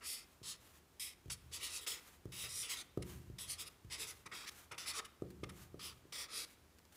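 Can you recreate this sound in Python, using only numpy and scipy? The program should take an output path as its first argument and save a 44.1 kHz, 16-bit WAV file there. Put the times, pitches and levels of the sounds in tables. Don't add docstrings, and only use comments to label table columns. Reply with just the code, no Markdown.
import sys
import numpy as np
from scipy import signal
from scipy.fft import rfft, irfft
from scipy.io import wavfile
from scipy.ndimage import uniform_filter1d

SR = 44100
rng = np.random.default_rng(int(sys.argv[2]) if len(sys.argv) > 2 else 0)


def file_out(sig):
    cols = np.atleast_2d(sig).T
    lim = np.clip(cols, -1, 1)
    pcm = np.round(lim * 32767).astype(np.int16)
    wavfile.write(sys.argv[1], SR, pcm)


N = 306936
TIME = np.arange(N) / SR
FREQS = np.maximum(np.fft.rfftfreq(N, 1 / SR), 1)


def from_db(db):
    return 10 ** (np.asarray(db) / 20)


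def unit_rms(x):
    return x / np.sqrt(np.mean(x ** 2) + 1e-20)


def at_hz(points, hz, column=1):
    table = np.array(points)
    return np.interp(np.log(hz), np.log(table[:, 0]), table[:, column])


def coloured(noise, eq_db):
    return unit_rms(irfft(rfft(noise) * from_db(eq_db), N))


def drift(rate_hz):
    return unit_rms(irfft(rfft(rng.standard_normal(N)) / (1 + (FREQS / rate_hz) ** 2), N))


def bump(hz, centre_hz, width_hz):
    return 1 / (1 + (2 * (hz - centre_hz) / width_hz) ** 2)


def room_tone(bed_db=-68.5, drone_db=-75):
    # freq_hz, gain_db
    air_eq = [(25, -22), (40, -3), (60, -0.5), (115, -6), (200, -7.5), (350, -7.5), (480, -11.5),
              (630, -13.5), (1400, -16), (2500, -20.5), (3900, -22.5), (7000, -24.5), (15500, -27.5)]
    drone = coloured(rng.standard_normal(N), 20 * np.log10(bump(FREQS, centre_hz=75, width_hz=9)))
    bed = coloured(rng.standard_normal(N), at_hz(air_eq, FREQS))
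    return from_db(bed_db) * bed + from_db(drone_db) * drone


def fibre_snaps(per_s=25000, spread_db=1.0):
    snaps = rng.random(N) < per_s / SR
    return snaps * rng.standard_normal(N) * from_db(spread_db * rng.standard_normal(N))


def pen_speed_db(time_s, stroke):
    start_s, fastest_s, end_s, _, start_speed, end_speed = stroke[:6]
    position = np.interp(time_s, [start_s, fastest_s, end_s], [-1, 0, 1])
    slowest = np.clip(np.where(position < 0, start_speed, end_speed), .01, 1)
    swing = np.cos(position * np.pi / 2) ** 1.98
    return 20 * np.log10(slowest + (1 - slowest) * swing)


def nib_resonances_db(hz, lower_hz, lower_db, upper_hz, upper_db=5.5):
    # freq_hz, gain_db
    felt_eq = [(150, -23), (400, -2.5), (700, -15.5), (1650, -11), (2100, -0.5), (4500, 1.5), (7000, -2.5),
               (10600, -1.5), (11700, -10), (15500, -12)]
    # centre_hz, width_hz, gain_db
    pen_modes = [(1000, 130, 4), (1270, 300, 7), (1900, 160, 4), (2580, 250, 2), (3700, 500, 2),
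                 (4200, 350, -4), (5120, 550, 4), (6000, 700, -2), (7800, 550, 3), (8450, 500, -3),
                 (9400, 800, 2)]
    angle_db = lower_db * bump(hz, lower_hz, width_hz=640) + upper_db * bump(hz, upper_hz, width_hz=4900)
    body_db = sum(gain_db * bump(hz, centre, width) for centre, width, gain_db in pen_modes)
    return at_hz(felt_eq, hz) + angle_db + body_db


def hand_reflection(hz, delay_ms, gain=-.17):
    return np.abs(1 + gain * np.exp(-2j * np.pi * hz * delay_ms / 1000)) ** 2


def nib_colour(hz, time_s, stroke, judder_hz=2000, hiss_hz=7000, sheet_db=7.5, ripple_db=3.0):
    judder_db, hiss_db, lower_hz, lower_db, upper_hz, delay_ms = stroke[6:]
    speed_db = pen_speed_db(time_s, stroke)
    lower_hz = lower_hz * from_db(.1 * speed_db)
    judder_db = judder_db - .67 * speed_db
    hiss_db = hiss_db + .54 * speed_db
    eq_db = nib_resonances_db(hz, lower_hz, lower_db, upper_hz)
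    eq_db += .12 * hiss_db * np.log2(np.maximum(hz / hiss_hz, 1))
    eq_db += sheet_db * np.minimum(from_db(judder_db), 1) * bump(hz, centre_hz=1240, width_hz=320)
    eq_db += ripple_db * unit_rms(uniform_filter1d(rng.standard_normal(hz.shape), size=3, axis=0))
    power = from_db(eq_db) ** 2 * hand_reflection(hz, delay_ms)
    low_cut_hz = 1594 * 2 ** (-.0438 * np.minimum(judder_db, 0))
    judder_band = 1 / (1 + (hz / judder_hz) ** 9)
    hiss_band = 1 / (1 + (hiss_hz / hz) ** 11)
    friction_band = (1 - hiss_band) / (1 + (low_cut_hz / hz) ** 9)
    mix = ((judder_band, judder_db), (friction_band, 0), (hiss_band, hiss_db))
    return np.sqrt(sum(from_db(db) ** 2 * band * power / np.mean(band * power, axis=0)
                       for band, db in mix))


def nib_scratch(strokes, frame=512, fade_s=.003, tooth_db=.43):
    hz, frame_s, snaps = signal.stft(unit_rms(fibre_snaps()), SR, nperseg=frame)
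    hz = np.maximum(hz, 1)[:, None]
    out = np.zeros(N)
    for stroke in strokes:
        start_s, _, end_s, level_db = stroke[:4]
        near = np.flatnonzero((frame_s > start_s - frame / SR) & (frame_s < end_s + 2 * frame / SR))
        spectrum = snaps[:, near] * nib_colour(hz, frame_s[near], stroke)
        scratch = signal.istft(spectrum, SR, nperseg=frame)[1]
        span = near[0] * frame // 2 + np.arange(len(scratch))
        t = TIME[span]
        contact = np.clip(np.minimum(t - start_s, end_s - t) / fade_s + .5, 0, 1)
        out[span] += scratch * contact * from_db(level_db + pen_speed_db(t, stroke))
    return out * from_db(tooth_db * drift(rate_hz=41))


def nib_dabs(fastest_share=.29, start_speed=.25, end_speed=.15):
    # start_s, length_s, level_db, judder_db, hiss_db
    bites = [(.008, 0.059, -66.5, 8, -16), (1.298, 0.02, -44, -11.5, -5), (1.864, .022, -44.5, -5, -16),
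             (2.434, .043, -49.5, -4.5, -16), (3.021, .016, -51.5, -7, -1), (3.383, 0.015, -50, -12.5, -16),
             (4.257, .024, -54, 2, -6), (4.315, .029, -58.5, 7.5, -16), (4.712, .028, -52.5, 4, -4.5),
             (4.74, .02, -63.5, 7, -8), (4.778, 0.013, -48, -10, -18), (4.987, .021, -46.5, 1.5, -16),
             (5.045, 0.027, -54, -3.5, -1), (5.435, 0.014, -50.5, 4, -10.5),
             (5.49, 0.021, -56.5, -1.5, -1.5), (5.793, 0.025, -61.5, 2.5, -16),
             (6.122, 0.011, -52.5, -4.5, -16)]
    # lower_hz, lower_db, upper_hz, delay_ms
    dab_tone = (2900, 2.5, 9900, 0.414)
    return nib_scratch([(start_s, start_s + fastest_share * length_s, start_s + length_s, level_db,
                         start_speed, end_speed, judder_db, hiss_db, *dab_tone)
                        for start_s, length_s, level_db, judder_db, hiss_db in bites])


def letter_strokes():
    # start_s, fastest_s, end_s,
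    # level_db, start_speed, end_speed, judder_db, hiss_db, lower_hz, lower_db, upper_hz, delay_ms
    sweeps = [(.02, .09, .247, -47.5, .13, 0.13, -16, 2.5, 3300, 3, 12000, 0.3),
              (.43, .498, .565, -49, 0.42, .17, -14.5, -.5, 4000, 2.5, 9150, 0.39),
              (.997, 1.015, 1.138, -48.5, 0.9, 0.19, -15.5, 3, 3500, 6, 12000, .28),
              (1.298, 1.323, 1.36, -48.5, .1, 0.1, -15.5, 2, 6250, 1, 9200, .37),
              (1.514, 1.548, 1.595, -47.5, 0.15, 0.3, -13.5, -1.5, 3200, 4, 10100, .58),
              (1.595, 1.651, 1.7, -45.5, .25, .4, -11.5, -1, 2960, 3.5, 12200, 0.45),
              (1.7, 1.766, 1.81, -48.5, 0.54, 0.3, -13.5, 1.5, 4300, 10.5, 8800, 0.25),
              (1.81, 1.838, 1.86, -56.5, 0.84, .36, -7, 1.5, 3140, 9, 13900, .35),
              (1.864, 1.878, 2, -44.5, .32, 0.14, -13, 0.5, 3000, 4, 14500, .21),
              (2.32, 2.427, 2.49, -49.5, 0.48, .45, -10.5, 1.5, 3600, 0, 14100, 0.4),
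              (2.49, 2.605, 2.63, -48, 0.55, .95, -15, 4, 5800, 8.5, 9100, 0.33),
              (2.63, 2.64, 2.685, -47, 0.9, 0.4, -10, -0.5, 3150, 9.5, 9000, 0.27),
              (2.685, 2.708, 2.77, -44, 0.36, 0.37, -9.5, -1, 4200, 6, 14500, .22),
              (2.77, 2.813, 2.83, -51, 1, 0.25, -8.5, -3, 3920, 4, 9900, .4),
              (3.385, 3.418, 3.47, -51.5, 0.62, 0.4, -13, 2.5, 3370, 4, 12000, .43),
              (3.47, 3.51, 3.572, -48.5, 0.23, 0.09, -14.5, 3.5, 4640, 7, 10300, .39),
              (3.572, 3.61, 3.652, -48, 0.08, 0.16, -13.5, .5, 4000, -1, 13000, 1),
              (3.652, 3.679, 3.695, -55, .46, 0, -8, -1.5, 3970, 4, 12900, 0.29),
              (3.9, 3.931, 3.98, -46, 0.24, 0.27, -10.5, -5, 3590, 1.5, 10500, 0.29),
              (3.98, 4.017, 4.07, -46.5, 0.42, .3, -10, -0.5, 2500, -2, 12100, .6),
              (4.07, 4.101, 4.135, -52, 0.87, 0.2, -10, 1, 5880, 5, 12100, 0.35),
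              (4.316, 4.354, 4.455, -52.5, 0.33, 0.62, -4.5, -6, 2470, 1, 13600, 0.48),
              (4.455, 4.493, 4.497, -47.5, 0.18, 0.8, -8, -6.5, 2780, 7, 14700, .3),
              (4.779, 4.783, 4.85, -49, .29, .5, -9, -5.5, 2500, 1.5, 13200, 0.45),
              (4.85, 4.888, 4.935, -44.5, 0.18, .25, -9, -2, 4980, 1, 9800, .33),
              (4.935, 4.985, 5.005, -45.5, 0.5, .31, -5.5, -2.5, 2520, 4, 9400, 0.35),
              (5.793, 5.857, 5.935, -50, 0.38, 0.2, -10.5, -3, 5200, 7.5, 13400, 0.49),
              (6.125, 6.209, 6.285, -47.5, 0.77, 0, -9.5, -4, 5240, 4.5, 14500, .29),
              (6.285, 6.39, 6.451, -45.5, 0.16, 0.53, -11, -2, 4800, 3, 11200, 0.36)]
    return nib_scratch(sweeps)


def hand_slides(trim_db=-1.25, uneven_db=2.2):
    # middle_s, length_s, relative_db
    slides = [(.3, 0.24, -71), (0.66, 0.25, -66), (0.767, 0.1, -64), (1.441, 0.26, -71),
              (2.045, 0.36, -60.5), (2.836, .12, -71), (3.118, 0.23, -57.5), (3.232, 0.22, -72.5),
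              (3.727, .14, -69.5), (4.146, 0.23, -61), (4.581, 0.27, -57.5), (5.601, 0.28, -60.5),
              (5.965, .15, -71.5), (6.504, 0.15, -61.5), (6.96, .06, -62.5)]
    # freq_hz, gain_db
    skin_eq = [(410, -5.5), (700, -0.5), (968, 2), (1090, 4), (1710, 3), (3270, 0), (5150, -3), (6420, -1),
               (14700, -3), (15500, -7.5)]
    hush = coloured(fibre_snaps(), at_hz(skin_eq, FREQS))
    swell = sum(from_db(db) * np.cos(np.pi * np.clip((TIME - middle_s) / length_s, -.5, .5)) ** 2
                for middle_s, length_s, db in slides)
    return from_db(trim_db + uneven_db * drift(rate_hz=13)) * hush * swell


def ring(blows, pitch_hz, t60_s):
    decay = from_db(-60 / (t60_s * SR))
    angle = 2 * np.pi * pitch_hz / SR
    return signal.lfilter([0, np.sin(angle)], [1, -2 * decay * np.cos(angle), decay ** 2], blows + 1e-18)


def ticks(events):
    # freq_hz, gain_db
    tick_eq = [(500, -2), (2500, -1.5), (5000, -4), (9500, -5.5), (15000, -8)]
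    envelope = sum((TIME >= start_s) * from_db(level_db - 60 * np.clip((TIME - start_s) / t60_s, 0, 2))
                   for start_s, level_db, t60_s in events)
    return envelope * coloured(rng.standard_normal(N), at_hz(tick_eq, FREQS))


def low_cut(x, cutoff_hz):
    return signal.sosfilt(signal.butter(2, cutoff_hz, "high", fs=SR, output="sos"), x)


def stool_knocks(neutral_hardness_db=-8, tick_db=-27, tick_t60_s=.021, give_s=.00207):
    # touch_s, strength_db, hardness_db
    landings = [(0.413, -43, -15), (1.256, -36, -22.5), (1.279, -36, -26), (2.253, -33, -15),
                (2.972, -26, -9.5), (3.297, -36.5, -18.5), (3.845, -36, -27.5), (4.262, -46.5, -24),
                (4.712, -44.5, -19.5), (5.219, -33, -7), (5.43, -32, -10.5), (5.741, -41, -7.5),
                (6.051, -54.5, -5.5)]
    # pitch_hz,
    # gain_db, t60_s
    knock_modes = [(55.8, -25.5, 0.79), (73.74, -19, 0.56), (102.3, -2, 0.032), (173, -8, 0.049),
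                   (184.3, -22.5, 0.9), (283, -9, 0.036), (358, -21.5, 0.61), (357.4, 0.5, 0.044),
                   (565, -6, 0.013), (716, -23, 0.074), (1250, -19.5, 0.029)]
    touch_s, strength_db, hardness_db = np.transpose(landings)
    hit_s = touch_s + give_s
    hit_samples = np.round(hit_s * SR).astype(int)
    wood = np.zeros(N)
    for k, (pitch_hz, gain_db, t60_s) in enumerate(knock_modes):
        upper_weight = np.clip(np.log(pitch_hz / 120) / np.log(2.5), 0, 1.3)
        blow_db = strength_db + gain_db + upper_weight * (hardness_db - neutral_hardness_db)
        blows = np.zeros(N)
        blows[hit_samples] = from_db(blow_db + rng.normal(0, 1, len(hit_s)))
        wood += (-1) ** k * ring(blows, pitch_hz, t60_s)
    wood = low_cut(wood, cutoff_hz=50)
    return wood + ticks([(s, db + tick_db, tick_t60_s) for s, db in zip(hit_s, strength_db)])


def paper_ticks():
    # start_s, level_db, t60_s
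    touches = [(5.304, -58, 0.048), (6.786, -56, 0.012), (6.791, -56, 0.0072), (6.853, -58.5, 0.01),
               (6.923, -61, 0.097)]
    return ticks(touches)


def room_reverb(x, gap_s=.0029):
    # freq_hz, t60_s, wet_db
    decays = [(70, 1.5, -1.5), (166, 1.4, -1.5), (340, 0.65, -6), (710, 0.31, -5.5), (2100, 0.72, -13),
              (6140, 0.38, -20.5), (14000, 0.32, -19)]
    t, tail = TIME[:2 * SR], 0
    fade_in = np.clip(t / gap_s - 1, 0, 1)
    edges_hz = 45 * 2 ** (np.arange(18) / 2)
    for low, high in zip(edges_hz, edges_hz[1:]):
        centre_hz = np.sqrt(low * high)
        t60_s, wet_db = at_hz(decays, centre_hz), at_hz(decays, centre_hz, column=2)
        bandpass = signal.butter(2, [low, high], "band", fs=SR, output="sos")
        band = signal.sosfilt(bandpass, rng.standard_normal(len(t))) * from_db(-60 * t / t60_s) * fade_in
        to_unity = np.sqrt(2 * (high - low) / SR / np.sum(band ** 2))
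        tail = tail + band * to_unity * from_db(wet_db)
    return signal.fftconvolve(x, tail)[:N]


def scene():
    writing = letter_strokes() + nib_dabs() + hand_slides() + stool_knocks() + paper_ticks()
    return (writing + room_reverb(writing) + room_tone())[None]


def record(dry):
    top_hz = 15550
    high_cut = signal.ellip(12, .1, 70, top_hz, fs=SR, output="sos")
    return signal.sosfilt(high_cut, low_cut(dry, cutoff_hz=29))


dry = scene()
out = record(dry)
file_out(out)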